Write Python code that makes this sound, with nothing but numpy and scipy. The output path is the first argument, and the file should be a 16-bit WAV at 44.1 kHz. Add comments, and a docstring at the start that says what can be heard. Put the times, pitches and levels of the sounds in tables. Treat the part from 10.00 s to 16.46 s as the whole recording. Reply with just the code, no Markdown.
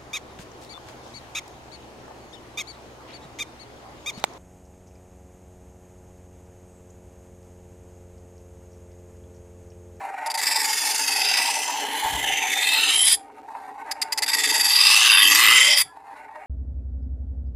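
"""A curved steel blade is sharpened on a pedal-driven grindstone, outdoors and close by.
Abrasive grains strike the edge and excite bending modes, which swell and glide as the blade is drawn
from heel to tip in two passes. The stone runs slightly out of true, so it first taps the edge, then
grinds with a throb; under the hardest pressure the blade judders and flexes. The drive whirs, rattles
and knocks into its stand, air rumbles faintly, and thin squeaks follow the lifting of the blade."""
import sys
import numpy as np
from scipy import signal
from scipy.fft import rfft, irfft, next_fast_len
from scipy.io import wavfile
from scipy.ndimage import uniform_filter1d

SR = 44100
rng = np.random.default_rng(int(sys.argv[2]) if len(sys.argv) > 2 else 0)


def bounce(signal):
    """Save signal as a 16-bit WAV file at the path given by the first command-line argument."""
    frames = np.transpose(np.atleast_2d(signal))
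    limited = np.clip(frames, -1, 1)
    pcm = np.round(limited * 32767).astype(np.int16)
    wavfile.write(sys.argv[1], SR, pcm)


N = 284886
TIME = np.arange(N) / SR
PADDED = next_fast_len(N + SR // 2, real=True)
HZ = np.maximum(np.arange(PADDED // 2 + 1) * SR / PADDED, 1)


def from_db(db):
    """Amplitude ratio of a level in decibels."""
    return np.exp(np.asarray(db) * (np.log(10) / 20))


def rms(x):
    """Root-mean-square amplitude."""
    return np.sqrt(np.mean(x ** 2) + 1e-20)


def running_rms(x, seconds):
    """Rms amplitude in a sliding window."""
    return np.sqrt(np.maximum(uniform_filter1d(x * x, int(seconds * SR)), 1e-20))


def evened(x, seconds):
    """Normalisation that holds the running rms near 1."""
    return x / running_rms(x, seconds)


def in_time(rows):
    """Linear interpolation over time, one curve for each column after the first."""
    times, *columns = np.transpose(rows)
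    return [np.interp(TIME, times, column) for column in columns]


def bell(offset, half_width):
    """Gaussian curve that falls to 1/e at the half-width."""
    return np.exp(-np.minimum((offset / half_width) ** 2, 20))


def humps(rows):
    """Sum of Gaussian changes of level, in dB."""
    return sum(db * bell(TIME - centre, half_width) for centre, half_width, db in rows)


def touching(start, end, rise_s, release_s):
    """Contact envelope: linear rise, hold and exponential decay."""
    out, span = np.zeros(N), slice(int(start * SR), int((end + 20 * release_s) * SR))
    rise = np.clip((TIME[span] - start) / rise_s, 0, 1)
    out[span] = rise * np.exp(-np.maximum(TIME[span] - end, 0) / release_s)
    return out


def drift(per_s):
    """Continuous random fluctuation with rms 1."""
    points = rng.standard_normal(N // 8)
    slow = np.interp(TIME * per_s, np.arange(len(points)), points)
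    return slow / rms(slow)


def grains(per_s, spread_db):
    """Shot noise: tiny impacts of random timing and size, with rms 1."""
    clicks = (rng.random(N) < per_s / SR) * rng.choice([-1, 1], N)
    clicks = clicks * from_db(spread_db * np.minimum(rng.exponential(1, N), 4))
    return clicks / rms(clicks)


def colour(points):
    """Minimum-phase response through points of (Hz, dB)."""
    hz, db = np.transpose(points)
    cepstrum = irfft(np.log(from_db(np.interp(np.log(HZ), np.log(hz), db))), PADDED)
    cepstrum[1:PADDED // 2] *= 2
    cepstrum[PADDED // 2 + 1:] = 0
    return np.exp(rfft(cepstrum))


def resonances(modes):
    """Response of damped modes in parallel."""
    return sum(from_db(db) / (1 + 1j * (HZ - hz * hz / HZ) / width) for hz, width, db in modes)


def emphasis(modes):
    """Response of resonant peaks in series, each lifting its own band."""
    out = 1
    for hz, width, db in modes:
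        detuning, lift = 1j * (HZ - hz * hz / HZ) / width, from_db(db / 2)
        out = out * (detuning + lift) / (detuning + 1 / lift)
    return out


def filtered(x, response):
    """Convolution by multiplication of spectra."""
    return irfft(rfft(x, PADDED) * response, PADDED)[:N]


def through(x, response):
    """Filtering that preserves the overall rms."""
    out = filtered(x, response)
    return out * rms(x) / rms(out)


def band(x, low_hz, high_hz):
    """Steep band-pass filter."""
    return signal.sosfilt(signal.butter(4, [low_hz, high_hz], "band", fs=SR, output="sos"), x)


def gliding(x, hz, width_hz, block=512):
    """Two-pole resonator whose centre moves block by block."""
    out, state, r = np.zeros(N), np.zeros(2), np.exp(-np.pi * width_hz / SR)
    zeros = [(1 - r * r) / 2, 0, (r * r - 1) / 2]
    for i in range(0, N, block):
        poles = [1, -2 * r * np.cos(2 * np.pi * hz[i] / SR), r * r]
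        out[i:i + block], state = signal.lfilter(zeros, poles, x[i:i + block], zi=state)
    return out


def moving_peak(x, hz, width_hz, boost_db, block=512):
    """Peak or notch whose centre and height move block by block."""
    out, state, damping = np.zeros(N), np.zeros(2), np.pi * width_hz / SR
    centres = np.clip(np.broadcast_to(hz, N)[::block], 20, .45 * SR)
    lifts = from_db(np.broadcast_to(boost_db, N)[::block] / 2)
    for i, centre, lift in zip(range(0, N, block), centres, lifts):
        tuning = -2 * np.cos(2 * np.pi * centre / SR)
        zeros = [1 + damping * lift, tuning, 1 - damping * lift]
        poles = [1 + damping / lift, tuning, 1 - damping / lift]
        out[i:i + block], state = signal.lfilter(zeros, poles, x[i:i + block], zi=state)
    return out


def scatter(x, t60, low_hz, high_hz, delay_s=.005):
    """Diffuse reverberation: convolution with exponentially decaying noise."""
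    decay = from_db(-60 * np.minimum(TIME / t60, 10)) * (TIME > delay_s)
    tail = band(rng.standard_normal(N), low_hz, high_hz) * decay
    return through(x, rfft(tail, PADDED))


def shimmer(grit, low_hz=1500, t60=.039, per_s=7):
    """Dense, short-lived resonances swell and fade as the point of contact wanders."""
    return grit + sum(.4 * drift(per_s) * scatter(grit, t60, low_hz, 15000, delay_s=0) for _ in range(4))


# Rotation of the stone. Each row: time in seconds, speed in turns per second.
WHEEL_SPEED = [(0, 27.47), (.25, 24.84), (.55, 22.74), (.9, 23.09), (1.3, 24.0), (1.8, 22.08), (2.3, 20.73),
               (2.75, 19.1), (3.3, 16.1), (3.9, 19.1), (4.5, 19.08), (4.95, 19.47), (5.25, 18.45),
               (5.85, 17.3)]

def wheel_turns():
    """Rotation angle in turns, the integral of speed."""
    return np.cumsum(in_time(WHEEL_SPEED)[0]) / SR


# The whir swells or fades. 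Each row: time and half-width in seconds, change in dB.
DRIVE_SWELLS = [(.285, .044, 6), (.57, 0.048, 3.5), (1.05, 0.24, -2), (1.52, 0.16, 1), (2.2, 0.87, 2.5),
                (3.2, 0.074, -1.5), (3.62, 0.17, 4), (4.08, 0.16, 1.5), (4.55, .07, 5.5), (5.88, 0.067, -9),
                (6.37, 0.11, 3)]

def whir_level(full_db=-33, full_turns_per_s=21.1, db_per_doubling=36.5, push_db=1.5):
    """Machine noise, in dB, grows with speed up to a limit and surges with each pedal stroke."""
    slowness = np.minimum(np.log2(in_time(WHEEL_SPEED)[0] / full_turns_per_s), 0)
    push = np.cos(2 * np.pi * (wheel_turns() - .72) / 6.85)  # one stroke every 6.85 turns
    return full_db + db_per_doubling * slowness + push_db * push + humps(DRIVE_SWELLS)


# Spectral envelope of the drive. Each row: frequency in Hz, relative level in dB.
WHIR_SPECTRUM = [(290, -60.5), (500, -34.5), (777, -4.5), (1130, -12), (1230, -22.5), (1390, -17.5),
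                 (1580, -14), (1850, -18), (2760, -22.5), (3180, -38), (3940, -29.5), (5230, -38),
                 (7910, -33.5), (12300, -38), (15000, -63)]
# Modes of the stand's housing. Each row: frequency and bandwidth in Hz, height in dB.
HOUSING_MODES = [(588.4, 45, 16), (765, 110, 3.5), (896, 32, 13), (1246, 36, 9.5), (1460, 140, -13),
                 (1868, 52, 4.5), (2200, 91, 0)]
# Moving peak of the whir. Each row: time in seconds, centre in Hz.
WHIR_CENTRE = [(0, 810), (.18, 780), (.28, 886), (1.9, 837), (2.3, 793), (3.3, 808), (3.6, 740), (4.3, 866),
               (6.0, 797), (6.46, 836)]
# Rattle of the chain near 2 kHz. Each row: time in seconds, boost over the whir in dB.
CHAIN_BOOST = [(0, 2.5), (.2, 7), (.5, 3.5), (3.15, -2.5), (3.3, -1), (3.6, -3), (3.85, 4.5), (6.0, -1.5),
               (6.28, 7.5), (6.46, 5)]

def drive_whir(stand):
    """Forced vibration: small impacts in the bearings and chain excite the stand."""
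    impacts = shimmer(grains(per_s=2700, spread_db=3), low_hz=474, t60=.049, per_s=16)
    flicker_db = 1.9 * drift(70) + .33 * drift(13)
    rattle = through(impacts * from_db(flicker_db), stand)
    rattle = moving_peak(rattle, in_time(WHIR_CENTRE)[0], width_hz=120, boost_db=6)
    rattle = moving_peak(rattle, hz=1970, width_hz=1200, boost_db=in_time(CHAIN_BOOST)[0])
    return from_db(whir_level()) * evened(rattle, .2)


# Low modes of the stand's frame. Each row: frequency and bandwidth in Hz, height in dB.
FRAME_MODES = [(289.5, 17, 8.5), (325, 44, 1), (419.5, 23, 9.5), (487, 280, -17.5)]
# Strength of the drone. Each row: time in seconds, level in dB.
DRONE_LEVEL = [(0.0, -49.5), (0.29, -60), (0.47, -49.5), (1.78, -47), (1.82, -41), (2.68, -47.5),
               (2.9, -43.5), (3.0, -53), (4.17, -52.5), (4.39, -43), (4.97, -54), (5.56, -43),
               (5.83, -61.5), (6.46, -57.5)]

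def stand_drone():
    """Resonance: the frame's low modes turn random impacts into a drone."""
    frame = resonances(FRAME_MODES) * colour([(100, -14.5), (250, -2.5), (500, 0), (1200, -2.5)])
    drone = through(grains(per_s=3600, spread_db=8.5), frame)
    return from_db(in_time(DRONE_LEVEL)[0]) * evened(drone, 1)


# Spectral envelope of moving air. Each row: frequency in Hz, relative level in dB.
AIR_SPECTRUM = [(20, -38), (45, -4), (68, -1), (105, -8), (160, -7), (250, -24), (600, -36.5), (3000, -74)]
# Puffs of air. Each row: time and half-width in seconds, level in dB.
AIR_PUFFS = [(2.057, 0.013, -44), (2.144, 0.027, -36), (2.24, 0.11, -49), (5.578, 0.046, -52),
             (5.861, 0.019, -55.5)]

def air_rumble(blade, steady_db=-70.5, relative_to_blade_db=-46):
    """Flow noise and its puffs add in power to a rumble that follows the grinding."""
    puffs = sum(from_db(db) * bell(TIME - centre, half_width) for centre, half_width, db in AIR_PUFFS)
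    level = np.hypot(from_db(steady_db) + puffs, from_db(relative_to_blade_db) * running_rms(blade, .1))
    return level * evened(through(rng.standard_normal(N), colour(AIR_SPECTRUM)), .091)


# Spectral envelope of the grinding. Each row: frequency in Hz, relative level in dB.
GRIND_SPECTRUM = [(900, -7), (1100, -7.5), (1400, -11), (1900, -3.5), (2600, -11), (3300, -10.5),
                  (4100, -11.5), (5100, -9), (5800, -20.5), (7500, -13.5), (9000, -15), (10000, -15),
                  (12500, -21.5), (15000, -23)]
# Blade modes damped by the fingers. Each row: frequency and bandwidth in Hz, height in dB.
DAMPED_MODES = [(2010, 130, 9), (2260, 180, 2.5), (2613, 160, 8), (3636, 180, 4.7), (4687, 160, 8),
                (4784, 190, 6), (4970, 430, 3.9), (6030, 442, 6.5), (6450, 560, 5.5), (7250, 490, 6.5),
                (7620, 230, 5), (8610, 590, 8.5), (10800, 210, 13), (11400, 280, 7.5), (12860, 110, 4),
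                (13350, 660, 15), (14134, 190, 18), (15000, 630, 11.5)]
# Lightly damped modes that sing on after the blade lifts, with the same columns.
RINGING_MODES = [(1690, 7, -7), (3410, 11, -2), (4640, 10, -9), (7264, 10, -2), (7359, 8, -6),
                 (8829, 10, -9), (10760, 14, -9), (11870, 18, -3)]

def steel_response():
    """Transfer function of the blade: the narrower a mode, the longer it rings."""
    return colour(GRIND_SPECTRUM) * emphasis(DAMPED_MODES) * (1 + resonances(RINGING_MODES))


# Touches of the stone's high spot. Each row: start and duration in seconds, level in dB.
HIGH_SPOT_TOUCHES = [(.26, .015, -30.5), (.3, .018, -28.5), (.341, .017, -26.5), (.374, .032, -26),
                     (3.911, .01, -24), (4.015, .013, -21.5), (4.121, .013, -21.5), (4.175, .016, -21.5),
                     (4.221, .022, -20.5)]

def grazes(steel):
    """Intermittent contact: only the high spot scrapes the edge as the blade is lowered."""
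    force = sum(from_db(db) * touching(start, start + length, rise_s=.0012, release_s=.0035)
                for start, length, db in HIGH_SPOT_TOUCHES)
    light_touch = colour([(500, -25.5), (1200, -3.5), (1900, -.5), (3200, -1), (5000, 5.5),
                          (6000, 3), (8000, 0), (11000, 3.5), (15000, -12)])
    return through(grains(per_s=23000, spread_db=5) * force, steel * light_touch)


# Reflection from the tip. Each row: place from heel 0 to tip 1, delay in seconds, amplitude ratio.
TIP_REFLECTION = [(0, .0016, .12), (.6, .00115, .25), (.8, .00092, .5), (1, .00074, .35)]

def tip_echo(grit, place):
    """Short waves return sooner as the tip nears; added to the direct wave they form a rising comb."""
    places, delays, ratios = np.transpose(TIP_REFLECTION)
    delayed = np.interp(TIME - np.interp(place, places, delays), TIME, band(grit, 5500, 15000))
    return np.interp(place, places, ratios) * delayed


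# Path of the contact in each pass. Each row: time in seconds, place from heel 0 to tip 1.
FIRST_PATH = [(.42, .008), (3.15, .98)]
SECOND_PATH = [(4.26, 0.22), (4.651, 0.22), (4.8, 0.35), (5.051, 0.45), (5.25, 0.66), (5.42, 0.834),
               (5.53, 0.874), (5.7, 0.938), (5.821, 1)]
# Bending modes. Each row: place and reach in blade lengths, frequency there and bandwidth in Hz,
# glide in octaves per blade length, boost in dB in the first pass and in the more firmly held second.
BENDING_MODES = [(0.002, 0.217, 1946, 102, -0.12, -12.0, 19.0), (0.058, 0.17, 1829, 463, -0.76, 11.2, 19.0),
                 (0.105, 0.159, 7542, 744, -0.08, 6.5, 18.1), (0.168, 0.136, 9124, 976, -0.23, 10.8, 8.4),
                 (0.172, 0.197, 5326, 1223, 0.04, 16.6, 12.1),
                 (0.232, 0.205, 11122, 957, -0.17, 13.6, 16.5), (0.28, 0.07, 1412, 215, -0.66, 12.6, -4.5),
                 (0.302, 0.182, 3614, 1091, 0.68, 4.7, 14.4), (0.307, 0.242, 6235, 376, -0.67, 13.3, 9.2),
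                 (0.323, 0.154, 4725, 702, 0.77, 10.5, 6.7), (0.408, 0.222, 2743, 533, 0.27, 18.2, 15.7),
                 (0.41, 0.058, 8614, 2245, -0.87, 9.1, 8.0), (0.45, 0.2, 1950, 400, 0, 0, -4),
                 (0.471, 0.08, 6205, 804, -0.28, 17.9, 12.9), (0.54, 0.333, 4798, 931, 0.03, -12.0, 3.6),
                 (0.555, 0.148, 4071, 659, -1.14, 13.0, 0.9), (0.559, 0.142, 2684, 154, -0.22, -12.0, 11.7),
                 (0.57, 0.137, 3577, 296, -0.4, -7.3, 14.4), (0.603, 0.168, 3118, 399, 0.05, 16.1, 19.0),
                 (0.603, 0.333, 1148, 257, -0.08, -10.6, 16.9), (0.604, 0.251, 1674, 327, 0.61, 10.9, 11.9),
                 (0.639, 0.172, 11141, 985, 0.33, 10.5, 19.0), (0.698, 0.051, 2686, 870, -2.0, 17.1, 8.4),
                 (0.717, 0.082, 6098, 1048, -0.29, 19.0, 17.7), (0.803, 0.268, 2876, 177, -0.0, -5.6, 5.4),
                 (0.833, 0.098, 3761, 426, 0.51, 19.0, 9.9), (0.835, 0.067, 4169, 279, -0.03, 19.0, 11.5),
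                 (0.86, 0.05, 14200, 400, 0, 3, 11), (0.885, 0.03, 4780, 350, 1.5, 10, 0),
                 (0.886, 0.06, 1277, 425, -1.51, 23, 19.0), (0.888, 0.204, 2844, 408, 2.0, 19.0, 7.6),
                 (0.897, 0.03, 6294, 2095, 2.0, 10.2, 14.9), (0.906, 0.077, 3148, 491, 1.19, 21, 17.7),
                 (0.917, 0.031, 2220, 224, -2.0, 19.0, 0.5), (0.917, 0.079, 2235, 744, 0.32, -4.6, 14.1),
                 (0.935, 0.035, 10850, 300, -0.2, 9, 0), (0.935, 0.107, 10826, 399, 0.02, 15, 13),
                 (0.956, 0.03, 5382, 1502, -2.0, 8.5, 19.0), (0.98, 0.025, 14200, 300, 0, 5, 13),
                 (1.0, 0.186, 9201, 3063, 0.6, 15, 9.0)]

def bending_waves(grit, tremble_octaves=.008, tremble_db=1, tremble_per_s=12):
    """Modal coupling depends on the contact point: each mode speaks or is choked near one place."""
    place, = in_time([*FIRST_PATH, *SECOND_PATH])
    second_pass = TIME > CONTACT_SPANS[0][1] + .5
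    out = grit + tip_echo(grit, place)
    waver = tremble_octaves * drift(tremble_per_s)  # the hands tremble
    for mode_place, reach, hz, width_hz, glide, first_db, second_db in BENDING_MODES:
        past = place - mode_place
        boost_db = np.where(second_pass, second_db, first_db) + tremble_db * drift(tremble_per_s)
        out = moving_peak(out, hz * np.exp2(glide * past + waver), width_hz, boost_db * bell(past, reach))
    return out


# Profile of the rim. Each row: angle in turns, height from the high spot 0 to the lowest -1.
RIM_PROFILE = [(0, 0), (.2, -.1), (.33, -.75), (.46, -1.0), (.53, -.45), (.65, -.6), (.75, -.85),
               (.81, -.05)]
# The blade bounces on the rim. Each row: start in seconds, extra throb in dB, settling time in seconds.
BLADE_BOUNCES = [(.415, 8.5, 1.0), (2.209, 6, .6), (4.264, 17, .36)]
# The two passes. Each row: start and end of contact in seconds.
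CONTACT_SPANS = [(0.412, 3.1474), (4.261, 5.819)]

def contact_force(settled_throb_db=.5, rough_db=.5, chatter_db=1.46):
    """Amplitude modulation: the rim's shape and rough patches recur each turn under random chatter."""
    turns = wheel_turns()
    height = np.interp(turns, *np.transpose(RIM_PROFILE), period=1)
    throb_db = settled_throb_db + sum(db * (TIME > start) * np.exp(-np.abs(TIME - start) / settle_s)
                                      for start, db, settle_s in BLADE_BOUNCES)
    spots = rng.standard_normal(14)
    spots -= uniform_filter1d(spots, size=5, mode="wrap")
    patches = np.interp(turns, np.arange(len(spots)) / len(spots), spots, period=1)
    force_db = throb_db * height + rough_db * patches + chatter_db * drift(200) + judder()
    contact = sum(touching(start, end, rise_s=.0038, release_s=.0057) for start, end in CONTACT_SPANS)
    return evened(from_db(force_db), .4) * contact


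# Lower edge of the rasp, its boundary with the treble, and upper edge of the treble, in Hz.
GRIND_BANDS_HZ = [900, 4300, 16000]
# The long first pass and the harder second. Each row: time in seconds, rasp and treble levels in dB.
FIRST_LEVELS = [(0.42, -26.5, -24.5), (0.55, -28.5, -25.5), (0.999, -31.5, -26), (1.35, -23.5, -24.5),
                (1.68, -33.5, -31), (1.9, -32, -39.5), (1.97, -30, -34.5), (2.16, -31.5, -36),
                (2.28, -22.5, -32), (2.44, -27, -32.5), (2.75, -20, -27), (2.9, -21, -26.5),
                (3.02, -21, -18.5), (3.141, -23.5, -16)]
SECOND_LEVELS = [(4.27, -25, -24), (4.45, -24, -24.5), (4.652, -26.5, -21.5), (4.82, -18.5, -16.5),
                 (5.05, -15.5, -21), (5.218, -13, -19.5), (5.35, -17, -17.5), (5.46, -13.5, -21.5),
                 (5.559, -13, -20), (5.739, -17.5, -20), (5.808, -22, -17)]

def grinding(steel):
    """Abrasion: grains tear at the edge; pressure and angle set how dark or bright the steel sounds."""
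    grit = bending_waves(shimmer(grains(per_s=18000, spread_db=3)))
    levels_db = in_time([*FIRST_LEVELS, *SECOND_LEVELS])
    rubbing = 0
    for low, high, level_db in zip(GRIND_BANDS_HZ, GRIND_BANDS_HZ[1:], levels_db):
        passband = 1 / (1 + (low / HZ) ** 12) - 1 / (1 + (high / HZ) ** 12)
        part = filtered(grit, passband)
        rubbing += part * from_db(level_db) / running_rms(filtered(part, steel), .046)
    return filtered(rubbing * contact_force(), steel)


# Knocks of the pedal drive. Each row: start in seconds, relative level in dB.
SLACK_KNOCKS = [(2.043, -16), (2.057, -17), (3.298, -34), (3.486, -33), (3.549, -24), (3.686, -30),
                (3.891, -23.5), (6.287, -35)]

def drive_knocks(stand, gain_db=-4):
    """Impact excitation: slack in the drive strikes the stand, which rings briefly."""
    blows = sum(from_db(db + gain_db) * touching(start, start + .00093, rise_s=.001, release_s=.0078)
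                for start, db in SLACK_KNOCKS)
    return band(through(blows * rng.standard_normal(N), stand), 300, 2400)


# Spells of judder under load. Each row: time and half-width in seconds, swing in dB.
JUDDER_SPELLS = [(5.21, 0.38, 3), (5.48, 0.15, 1)]
# The edge all but loses the stone. Each row: time and half-width in seconds, change in dB.
EDGE_SKIPS = [(5.293, .004, -6.5), (5.342, .005, -6), (5.758, .012, -5.5)]

def judder(bounce_hz=118.8, wander=.16):
    """Fast, unsteady bouncing and brief skips of the edge modulate the contact force, in dB."""
    cycles = np.cumsum(bounce_hz * np.exp(wander * drift(40))) / SR
    return np.cos(2 * np.pi * cycles) * humps(JUDDER_SPELLS) + humps(EDGE_SKIPS)


# The whole blade flexes under the hardest pressure. Each row: time in seconds, pitch in Hz, level in dB.
FLEX_NOTE = [(5.1, 278, -85.5), (5.25, 280, -40.5), (5.36, 300, -43), (5.5, 427, -56), (5.62, 532, -44.5),
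             (5.71, 596, -36.5), (5.81, 570, -50), (5.85, 562, -99)]

def blade_flex(width_hz=55):
    """The fundamental bending mode, driven by noise, rises in pitch as the tip is reached."""
    hz, level_db = in_time(FLEX_NOTE)
    note = gliding(gliding(rng.standard_normal(N), hz, width_hz), hz, width_hz)
    return from_db(level_db) * evened(note, .069)


# Thin tones: the lifted blade chimes near 5.9 s, then a brief thin hum sounds. Each row: time and half-width in
# seconds, frequency in Hz, level in dB.
SQUEAK_NOTES = [(5.885, .035, 1351, -53), (5.905, .04, 1690, -51), (5.92, .03, 1007, -48),
                (6.38, .025, 613, -39)]

def squeaks(flutter_radians=.5):
    """Random phase modulation makes thin, nearly pure tones waver as they swell and fade."""
    out = np.zeros(N)
    for centre, half_width, hz, db in SQUEAK_NOTES:
        tone = np.sin(2 * np.pi * hz * TIME + flutter_radians * drift(120))
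        out += from_db(db) * bell(TIME - centre, half_width) * tone
    return out


def scene():
    """Superposition of the sources, nearly mono: only scattered treble differs between the sides."""
    steel = steel_response()
    stand = colour(WHIR_SPECTRUM) * (1 + resonances(HOUSING_MODES))
    blade = grinding(steel) + grazes(steel)
    echo = from_db(-25) * scatter(blade, t60=.22, low_hz=900, high_hz=13000)
    side = from_db(-16) * scatter(band(blade, 5500, 13000), t60=.02, low_hz=5000, high_hz=13000)
    mid = blade + echo + blade_flex()
    mid += drive_whir(stand) + stand_drone() + drive_knocks(stand)
    mid += squeaks() + air_rumble(blade)
    return np.array([mid + side, mid - side])


def record(dry, ceiling=.85, cutoff_hz=15400):
    """Soft saturation rounds the highest peaks, and a steep low-pass cuts the top."""
    rounded = dry / (1 + (dry / ceiling) ** 4) ** (1 / 4)
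    return signal.sosfilt(signal.ellip(10, .2, 80, cutoff_hz, fs=SR, output="sos"), rounded)


dry = scene()
out = record(dry)
bounce(out)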